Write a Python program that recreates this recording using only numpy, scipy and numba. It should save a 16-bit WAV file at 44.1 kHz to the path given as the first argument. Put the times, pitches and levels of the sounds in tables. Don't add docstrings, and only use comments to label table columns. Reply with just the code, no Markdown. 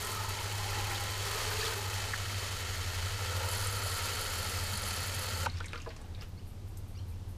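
import sys
import numpy as np
from scipy import signal
from scipy.fft import rfft, irfft
from scipy.io import wavfile
from scipy.ndimage import uniform_filter1d
from numba import njit

SR = 44100
rng = np.random.default_rng(int(sys.argv[2]) if len(sys.argv) > 2 else 0)


def voltage_ratio(level):
    return 10 ** (np.asarray(level, float) / 20)


def digitize_waveform(pressure):
    field = np.atleast_2d(pressure).T
    bounded = np.clip(field, -1, 1)
    quanta = np.round(bounded * 32767).astype(np.int16)
    wavfile.write(sys.argv[1], SR, quanta)


N = 325017
TIME = np.arange(N) / SR

# frequency_hz, density_db
YARD = [(8.8, -35), (15, 1), (48, -5.5), (93, 2), (114, -6), (144, -12), (210, -14), (353, -19.5),
        (420, -21.5), (631, -27), (773, -26), (1690, -35.5), (4530, -37.5), (11800, -46), (15300, -50)]
# pitch_hz, drift_hz_per_s, trim_db, waver_db
HUM = [
    (100.54, -.36, -0.5, 1.26),
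    (89.1, -.7, -0.4, 3),
]
# time_s, upper_db, lower_db
SWELL = [(0, -48, -62), (.3, -43.5, -46), (.8, -39.5, -53), (1.2, -41.5, -52), (1.4, -45.5, -52),
         (1.7, -41.5, -46), (2.3, -42.5, -49), (2.6, -44.5, -45.5), (2.95, -45, -43), (3.35, -40.5, -41),
         (3.8, -39, -45), (4.3, -46, -48), (4.7, -44, -44.5), (5.2, -42.5, -46), (5.55, -44.5, -40),
         (5.85, -58, -57), (6.6, -47.5, -47.5), (7.37, -45.5, -46)]
# time_s, firing_hz, level_db, upper_order_db
VEHICLE = [
    (3.8, 107, -70, -9),
    (4.3, 119.5, -63.5, 4),
    (4.8, 131.7, -53, -0.5),
    (5.2, 134, -63, -4),
    (5.5, 156, -50.5, -6),
    (5.7, 155, -67, -27),
    (6.2, 169.4, -60.5, -20),
    (7.37, 157, -78, -18),
]
# start_s, length_s, start_hz, end_hz, level_db
CHIRPS = [
    (5.526, 0.027, 2130, 2370, -57),
    (5.54, 0.021, 2350, 3000, -61),
    (6.37, 0.023, 2100, 2350, -61),
    (6.386, .012, 2350, 2750, -62),
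    (6.452, .02, 2250, 2600, -67),
    (6.94, 0.04, 2020, 2860, -64),
]
# start_s, length_s, start_hz, end_hz, level_db
PEEPS = [
    (6.392, 0.013, 2764, 3150, -59),
    (6.968, 0.017, 2600, 3170, -58),
    (6.982, 0.024, 2700, 3550, -57),
    (6.984, 0.012, 4100, 4400, -55),
    (7.004, 0.0082, 4380, 4700, -61),
    (7.116, .022, 2250, 2550, -61),
    (7.135, .02, 2600, 2950, -65),
    (6.97, 0.015, 5300, 6200, -55),
]
# centre_hz, width_hz, level_db
WINGS = [(8600, 1900, -1), (12000, 2600, 1)]
# time_s, level_db
DRAG = [
    (5.93, -75),
    (6.0, -60),
    (6.1, -66),
    (6.16, -65),
    (6.22, -61),
    (6.3, -68),
]
# centre_hz, width_hz, level_db
DRAG_BODY = [(556, 290, 1), (850, 250, 1), (1600, 500, -6)]
# start_s, peak_db, pitch_hz, crack_db, tank_blow_db
KNOCKS = [(5.6032, -33.5, 1190, -1, -13), (5.6061, -27, 1510, -14, -14), (5.6437, -34, 2200, -1, -16),
          (5.7322, -33, 1350, 2, -7), (5.757, -34.5, 1340, -2, -13), (5.778, -40, 1280, -10, -7),
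          (5.861, -36, 1100, -11, -14), (5.8663, -41, 1290, -10, -21), (5.741, -34, 1330, -20, -14),
          (5.747, -33, 1320, -20, -14), (5.787, -44, 1240, -20, -11), (5.65, -37, 2050, -15, -18),
          (6.221, -47, 1290, 9, -5), (6.227, -46, 1350, -6, -10)]
# start_s, peak_db, pitch_hz
TICKS = [(5.52, -41, 6190), (5.54, -46, 6500), (5.5644, -45, 5440), (5.5844, -41, 5530), (5.63, -45, 7200),
         (5.658, -36.5, 7000), (5.8172, -41, 5800), (5.847, -52, 5900), (5.9636, -41.5, 5960),
         (6.0147, -44, 8200), (6.0544, -56, 13160), (6.2198, -50, 7500), (6.2205, -52, 13000),
         (6.23, -54, 13500), (6.282, -55, 13000), (6.33, -60, 9500), (5.685, -50, 9500), (5.722, -50, 6000),
         (5.75, -47, 6500), (5.8, -45, 6000), (6.2314, -49, 5980), (6.2894, -53, 13400),
         (6.7715, -41, 6700), (6.773, -43, 13000), (6.7844, -45, 11500), (6.8, -56, 11000)]
# start_s, peak_db, pitch_hz
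DROPS = [(5.490, -40, 1990), (5.4979, -33.5, 4100), (5.520, -49, 2000), (5.5691, -37, 2600),
         (5.571, -37, 4950), (5.588, -43, 3600), (5.610, -48, 3000), (5.655, -37, 2080),
         (5.6823, -35, 3750), (5.690, -42, 3700), (5.7324, -35, 3020), (5.745, -45, 4000),
         (5.7572, -42, 3200), (5.775, -42, 2200), (5.7771, -32, 4600), (5.8005, -38, 2670),
         (5.810, -44, 2600), (5.825, -41, 2600), (5.8904, -38.5, 4630), (5.9036, -36, 2220),
         (5.912, -42, 1700), (5.9637, -45, 2600), (6.1475, -38, 3870), (6.1887, -48, 1750),
         (6.0148, -47, 1100), (5.9627, -47, 1050), (5.62, -44, 1400), (5.665, -44, 1700),
         (5.635, -45, 3900), (5.835, -46, 2700), (6.155, -48, 2400), (6.2103, -36, 4900),
         (6.2213, -38, 3000), (6.228, -39, 2800), (6.2355, -45, 3200)]
# start_s, peak_db, pitch_hz, t60_s
CLUNKS = [(5.866, -40.5, 1000, .06), (5.867, -39, 465, .13), (5.867, -44, 382, .1), (5.872, -37, 641, .09),
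          (5.872, -46, 830, .08), (5.895, -48, 630, .1), (5.735, -43, 463, .08), (5.604, -42, 960, .04),
          (5.862, -47, 1700, .07), (5.742, -42, 460, .07), (5.9, -48, 450, .08)]
# centre_hz, width_hz, level_db
TANK = [(458, 60, 5), (635, 50, -2), (950, 140, -5), (1330, 93, -6.5), (1690, 90, -3), (2230, 120, -20)]
# after_valve_s, length_s, start_hz, end_hz, peak_db
GULP = [
    (.0005, .008, 1480, 1280, -26),
    (.0055, .0085, 960, 860, -24.5),
    (.002, .014, 560, 500, -36),
]
# time_s, jet_db, dragged_air_db
FLOW = [(0.0, -42.5, 3), (0.5, -42.5, -4), (0.68, -41.5, -2.5), (0.93, -40.5, 0), (1.18, -42, -3),
        (1.31, -38, -4.5), (1.55, -39, -1.5), (1.66, -38, -4), (1.72, -40, 0), (1.98, -41.5, -7.5),
        (2.15, -42.5, -16), (2.46, -41.5, -23), (2.55, -42, -15), (3.15, -42, -5), (3.42, -42, 7),
        (3.6, -41, 0.5), (5.3, -42, -2.5), (5.46, -44.5, 7.5)]
# time_s, level_db
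DREGS = [
    (5.47, -49),
    (5.724, -52.5),
    (5.906, -56),
    (6.0, -62),
    (6.18, -62),
    (6.22, -52),
    (6.28, -66),
]
# centre_hz, width_hz, level_db
NECK = [(1854, 240, 2), (2220, 96, 0.5), (2600, 39, 3.5), (2975, 124, 3), (3137, 270, 2), (3910, 120, 0),
        (4405, 210, 2), (6550, 470, -3), (7200, 1060, -6.5)]
# centre_hz, width_hz, level_db
NOZZLE = [(4400, 360, 8.5), (5130, 130, 4), (6420, 180, 0), (7340, 260, 5), (8200, 220, 2), (8700, 130, 1),
          (9860, 150, -2), (10780, 220, 2.5), (12100, 250, -1), (12500, 350, -3), (13430, 150, -1),
          (14150, 300, -1), (14500, 150, -3), (14950, 500, -7)]
# centre_hz, width_hz, level_db
CRACKLE = [(10600, 5900, 0)]
# frequency_hz, density_db
JET = [(180, -53), (300, -27.5), (390, -8), (754, -11.5), (1340, -11.5), (3100, -12.5), (3660, -14.5),
       (4380, -12.5), (12000, -23), (15300, -31)]
# time_s, first_hz, second_hz, second_over_first_db
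AIR = [
    (0, 424, 850, -1),
    (.5, 390, 903, 6.5),
    (.6, 390, 810, 7.5),
    (1.05, 360, 820, 2),
    (1.28, 410, 850, 0),
    (1.7, 436, 862, 2),
    (2.1, 453, 860, 11.5),
    (3.4, 505, 920, -0.5),
    (5.46, 500, 890, -2),
]
# time_s, pitch_hz, trim_db
THIRD = [(0, 1340, 2), (.15, 1300, 1), (.35, 1330, -0.5), (.6, 1330, -3), (.95, 1340, -1), (1.2, 1340, -8),
         (1.3, 1235, 2), (1.6, 1240, -1), (1.9, 1310, -1), (2.2, 1340, 1.5), (2.9, 1334, -0.5),
         (3.25, 1336, 0.5), (3.42, 1330, 1.5), (3.6, 1323, 1), (4.2, 1344, 2), (4.6, 1337, -1),
         (5.1, 1335, -1), (5.46, 1320, 0)]
# start_s, peak_db, pitch_hz
BUBBLES = [(0.168, -33.5, 1254), (.192, -35, 1230), (.2, -37, 870), (0.237, -38, 887), (.245, -42, 1270),
           (.275, -38, 878), (0.398, -36, 930), (.53, -45, 920), (0.585, -43, 830), (.645, -35, 782),
           (0.715, -36, 1310), (.775, -34, 854), (0.868, -37, 860), (0.905, -41, 1430), (.99, -40, 794),
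           (1.008, -43, 1360), (1.071, -38, 1330), (1.142, -41, 970), (1.435, -41, 1280),
           (1.721, -36, 1540), (1.87, -43, 1260), (1.33, -40, 423), (1.385, -43, 433), (1.45, -39, 430),
           (1.66, -38, 440), (1.75, -39, 400), (1.52, -39, 423), (1.575, -39, 428), (1.615, -36, 442),
           (1.262, -37, 1280), (1.41, -39, 1230)]
# start_s, length_s, start_hz, end_hz, peak_db
POCKETS = [
    (2.1335, .008, 2180, 1420, -25.5),
    (2.140, .008, 1320, 1900, -30),
    (2.1405, .004, 1800, 2350, -32),
    (1.928, .011, 2450, 2750, -36),
    (3.86, .008, 480, 760, -34),
    (2.136, .008, 1300, 1050, -36),
]
# start_s, peak_db
SPITS = [(3.4907, -31), (3.5142, -31), (3.522, -32), (3.532, -34), (3.571, -33), (3.63, -35), (3.865, -34),
         (3.5501, -30), (3.579, -31), (3.597, -33), (3.6623, -36), (3.6713, -35), (3.7122, -35),
         (3.7257, -33), (3.7841, -37), (3.834, -35), (3.8469, -33), (3.8754, -32), (3.9377, -32),
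         (3.9716, -34), (4.024, -33), (4.057, -30), (4.1318, -36), (4.1926, -32), (4.2131, -34),
         (4.24, -33), (4.269, -37), (4.3378, -34), (4.3807, -35), (4.496, -34), (4.6391, -33),
         (4.7519, -33), (4.7738, -31), (4.8192, -34), (4.8551, -39), (4.8671, -35), (4.8856, -30),
         (4.9544, -37), (4.9634, -34), (5.0048, -31), (5.0367, -30), (5.0721, -35), (5.1485, -34),
         (5.1924, -33), (5.2188, -34)]
# start_s, peak_db, pitch_hz, width_over_pitch
SPLASHES = [(.049, -26, 8400, 0.65), (0.117, -26.5, 8900, .7), (.387, -31.5, 2500, 0.56),
            (.912, -30, 2260, .3), (.954, -32, 3750, 0.3), (1.009, -35, 9000, .8), (1.511, -33, 1510, 0.16),
            (1.627, -33, 1700, 0.08), (1.57, -35, 2650, .12), (1.605, -34, 2600, .15),
            (1.651, -27, 4000, 0.4), (1.655, -34, 2230, .15), (2.15, -37, 1500, 0.33),
            (2.465, -34, 5250, 0.31), (3.671, -28, 8300, 0.5), (1.53, -35, 4400, 0.13),
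            (1.612, -28, 4500, .3), (1.661, -28.5, 3400, 0.27), (1.675, -29, 4300, .25),
            (1.31, -37, 2950, .12), (.69, -36, 2170, 0.13), (.73, -37, 1800, .2), (.745, -37, 2670, 0.13),
            (0.802, -36, 2600, 0.13), (.855, -38, 2600, 0.14), (.87, -37, 2000, .2), (.515, -39, 3000, .12)]

SPILL_S, SPILL_END_S, TRIGGER_S, VALVE_S = 1.25, 1.93, 3.43, 5.4603
SPILL_DB = -2


def level(x, db):
    return x * voltage_ratio(db) / np.sqrt(np.mean(x ** 2))


def curves(table):
    s, *columns = np.transpose(table)
    inside = 1. * ((TIME >= s[0]) & (TIME <= s[-1]))
    gate = uniform_filter1d(inside, size=200, mode="nearest")
    return [np.interp(TIME, s, c) for c in columns] + [gate]


@njit
def svf(x, hz, width):
    y, b, l = np.empty(len(x)), 0., 0.
    for i in range(len(x)):
        g, k = np.tan(np.pi * hz[i] / SR), width / hz[i]
        v = (b + g * (x[i] - l)) / (1 + g * (g + k))
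        b, l, y[i] = 2 * v - b, l + 2 * g * v, k * v
    return y


def ring(x, modes):
    out = 0
    for k, (hz, width, db) in enumerate(modes):
        out = out + (-1) ** k * voltage_ratio(db) * svf(x, np.full(len(x), 1. * hz), 1. * width)
    return out


def colour(x, spectrum):
    hz, db = np.transpose(spectrum)
    grid = np.log(np.arange(N // 2 + 1) * SR / N + 1)
    return irfft(rfft(x) * voltage_ratio(np.interp(grid, np.log(hz), db)), N)


def walk(rate):
    k = int(SR / rate)
    held = np.repeat(rng.standard_normal(N // k + 1), k)
    return 1.322 * uniform_filter1d(uniform_filter1d(held, k), k)[:N]


def droplets(share, spread_db, tail_s):
    when = rng.random(N)
    size = voltage_ratio(spread_db * np.minimum(rng.exponential(size=N), 5))
    power = signal.lfilter([1], [1, -np.exp(-1 / (tail_s * SR))], (when < share) * size ** 2)
    return level(np.sqrt(power) * rng.standard_normal(N), 0)


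def add(out, s, sound):
    i = int(s * SR)
    out[i:i + len(sound)] += sound[:N - i]


def burst(hz, t60, width):
    t = TIME[:8192]
    centre = min(hz, 15e3) + 0 * t
    contact = 1 + 1.6 * np.exp(-t / 0.00013)
    push = rng.standard_normal(len(t)) * voltage_ratio(-60 * t / t60) * contact
    x = svf(svf(push, centre, width * hz), centre, width * hz)
    return x / np.abs(x).max()


def glide(length, from_hz, to_hz, bend):
    hz = to_hz + (from_hz - to_hz) * np.linspace(1, 0, int(length * SR)) ** bend
    return 2 * np.pi * np.cumsum(hz) / SR, np.hanning(len(hz))


def yard():
    air = colour(rng.standard_normal(N), YARD)
    above = signal.sosfilt(signal.butter(4, 120, "high", fs=SR, output="sos"), air)
    return air * voltage_ratio(-52.5 + 0.14 * walk(4.0)) / np.std(above)


def tone(hz, db, waver_db):
    pitch = hz * (1 + 0.00965 * walk(7.3))
    phase = 2 * np.pi * np.cumsum(pitch) / SR
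    return np.sqrt(2) * np.sin(phase) * voltage_ratio(db + waver_db * walk(5.5))


def machine():
    upper_db, lower_db, _ = curves(SWELL)
    out = tone(26.3 + 0 * TIME, -52, 2.5)
    for (hz, drift, trim_db, waver_db), swell_db in zip(HUM, (upper_db, lower_db)):
        out += tone(hz + drift * TIME, trim_db + swell_db, waver_db)
    return out


def vehicle():
    hz, db, upper_db, gate = curves(VEHICLE)
    firing = rng.standard_normal(N)
    lower = level(svf(firing, hz, 4.3), 0)
    upper = level(svf(firing, 1.515 * hz, 11.0), 0)
    return (lower + voltage_ratio(upper_db) * upper) * voltage_ratio(db) * gate


def cricket():
    start_s, every_s = 6.464, .2036
    since = (TIME - start_s) % every_s
    rasp = np.exp(-since / .04) * (1 - np.exp(-since / .01)) * (TIME > start_s) * voltage_ratio(.8 * walk(60))
    strokes = ring(ring(droplets(0.079, 1.9, 0.0011), WINGS), WINGS)
    return level(strokes * rasp, -81)


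def birds():
    out = np.zeros(N)
    for notes, octave_db in ((CHIRPS, 4.5), (PEEPS, -20)):
        for s, length, from_hz, to_hz, db in notes:
            phase, window = glide(length, from_hz, to_hz, .75)
            voice = np.sin(phase) + voltage_ratio(octave_db) * np.sin(2 * phase)
            add(out, s, voltage_ratio(db) * window ** .6 * voice)
    out = out * voltage_ratio(-1.5) * (1 + .3 * walk(500))
    t = TIME[:4000]
    leaves = rng.standard_normal(len(t)) * np.exp(-t / .025) * (t > .008)
    return out + voltage_ratio(-8) * signal.fftconvolve(out, leaves / np.linalg.norm(leaves))[:N]


def drag():
    db, gate = curves(DRAG)
    return level(ring(droplets(0.0092, 2, .006), DRAG_BODY), 0) * voltage_ratio(db) * gate


def clunk(hz, t60):
    t = TIME[:16384]
    return np.sin(2 * np.pi * hz * t) * (1 - np.exp(-t / 0.001)) * voltage_ratio(-60 * t / t60)


def gun():
    out, blows = np.zeros(N), np.zeros(N)
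    add(out, VALVE_S, voltage_ratio(-21.5) * burst(1200, 0.036, 2.9))
    for s, db, hz, crack_db, tank_db in KNOCKS:
        body = 0.56 * burst(hz, 50 / hz, 0.24)
        add(out, s, voltage_ratio(db) * (body + voltage_ratio(crack_db) * burst(2500, 0.016, 1.3)))
        blow = 0.33 * burst(620, 0.063, 3.5) + 2.9 * np.exp(-TIME[:8192] / 0.00013)
        add(blows, s, voltage_ratio(db + tank_db + 10.5) * blow)
    for s, db, hz in DROPS:
        add(out, s, voltage_ratio(db - 5.5) * (burst(hz, 0.034, 0.25) + 0.5 * burst(hz, 0.016, 1.5)))
    for s, db, hz in TICKS:
        add(out, s, voltage_ratio(db - 1.5) * burst(hz, 0.044, 0.66))
    for s, db, hz, t60 in CLUNKS:
        add(out, s, voltage_ratio(db) * clunk(hz, t60))
    return out + ring(blows, TANK)


def bay(near):
    t = TIME[:6000]
    echoes = rng.standard_normal(len(t)) * voltage_ratio(-60 * t / 0.22) * (t > .002)
    return near + voltage_ratio(-35.5) * signal.fftconvolve(near, echoes)[:N]


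def gulp():
    out = np.zeros(N)
    for after, length, from_hz, to_hz, db in GULP:
        phase, window = glide(length, from_hz, to_hz, 1)
        add(out, VALVE_S + after, voltage_ratio(db) * np.sin(phase) * window ** .5)
    return out


def dregs():
    db, gate = curves(DREGS)
    run = ring(droplets(.02, 2.5, .004), [(1500, 1500, 0), (4200, 3000, -5)])
    patter = ring(droplets(0.0045, 2.2, 0.0022), [(2300, 2200, -1), (4300, 1500, 1.0), (7000, 3000, -10)])
    out = level(run, -5.5) * voltage_ratio(db + 2.5 * walk(30)) * gate
    return out + level(patter, -10.5) * voltage_ratio(db) * gate


def hiss(loose):
    neck = level(ring(droplets(0.033, 0.5, 0.0012), NECK), -4.0)
    jet = level(colour(droplets(0.033, 0.95, 0.0019), JET), -0.11)
    return neck * voltage_ratio(1.28 + SPILL_DB * loose) + jet


def gurgle():
    first_hz, second_hz, second_db, _ = curves(AIR)
    bubbles = droplets(0.03, .9, 0.01)
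    first = svf(svf(bubbles, first_hz, 200.0), first_hz * (1 + 0.019 * walk(12)), 72.0)
    second = svf(svf(bubbles, second_hz, 210.0), second_hz * (1 + 0.021 * walk(15)), 73.0)
    extra_hz = 1030 + 0 * TIME
    extra = svf(svf(bubbles, extra_hz, 150.0), extra_hz, 58.0)
    early = np.clip(SPILL_END_S + .5 - TIME, 0, 1)
    return level(first - voltage_ratio(second_db) * second + voltage_ratio(1.0) * early * extra, -4.5)


def piping(third_hz):
    breath = svf(droplets(0.067, 0.5, 0.0079), third_hz, 320.0)
    return level(svf(breath, third_hz * (1 + 0.0063 * walk(9)), 150.0), -1.56)


def spit(hard):
    singing = level(ring(droplets(0.015, 2.1, 0.0021), NOZZLE), -3.5)
    crackle = level(ring(ring(droplets(0.0037, 1.9, 0.00058), CRACKLE), CRACKLE), -8.5)
    spray = level(ring(droplets(0.018, 3.6, 0.0014), [(9900, 16000, 0)]), -5.5)
    return hard * (singing + crackle) + (1 - 0.64 * hard) * spray


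def stream():
    jet_db, air_db, gate = curves(FLOW)
    third_hz, third_db, _ = curves(THIRD)
    slide_s = .12
    loose = np.clip(np.minimum(TIME - SPILL_S, SPILL_END_S - TIME) / slide_s + .5, 0, 1)
    hard = np.clip((TIME - TRIGGER_S) / 0.036, 0, 1)
    piping_db = -4.5 + 0.26 * air_db + 0.5 * hard + SPILL_DB * loose + third_db
    opening_db = 5 * np.exp(-(TIME / 0.27) ** 2)
    weakening = (1 - hard) * np.clip((TIME - SPILL_END_S) / (TRIGGER_S - SPILL_END_S), 0, 1)
    spit_db = -4.5 + 0.23 * air_db + 3.5 * hard + opening_db - 2 * weakening
    out = hiss(loose) * voltage_ratio(0.55 * walk(12))
    out += gurgle() * voltage_ratio(air_db - 1.5 + .6 * walk(35))
    out += piping(third_hz) * voltage_ratio(piping_db)
    out += spit(hard) * voltage_ratio(spit_db + 0.14 * walk(12))
    return out * voltage_ratio(jet_db) * gate


def water():
    out = stream() + dregs()
    for s, db, hz in BUBBLES:
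        phase, window = glide(28 / hz, hz, hz * 1.03, 0.89)
        add(out, s - .004, voltage_ratio(db - 3) * np.sin(phase) * window)
    for s, length, from_hz, to_hz, db in POCKETS:
        phase, window = glide(length, from_hz, to_hz, 1)
        add(out, s, voltage_ratio(db) * np.sin(phase) * window)
    for s, db in SPITS:
        add(out, s, voltage_ratio(db) * burst(10400, 0.028, .3))
    for s, db, hz, width in SPLASHES:
        add(out, s, voltage_ratio(db) * burst(hz, 0.044 + 29 / hz, width))
    return out


def scene():
    background = yard() + machine() + vehicle() + cricket()
    near = birds() + drag() + gun()
    return (background + bay(near) + gulp() + water())[None]


def low_pass(x):
    return signal.sosfilt(signal.butter(12, 15290, fs=SR, output="sos"), x)


def record(dry):
    mix = signal.sosfilt(signal.ellip(10, .2, 80, 15280, fs=SR, output="sos"), dry)
    return low_pass(mix)


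dry = scene()
out = record(dry)
digitize_waveform(out)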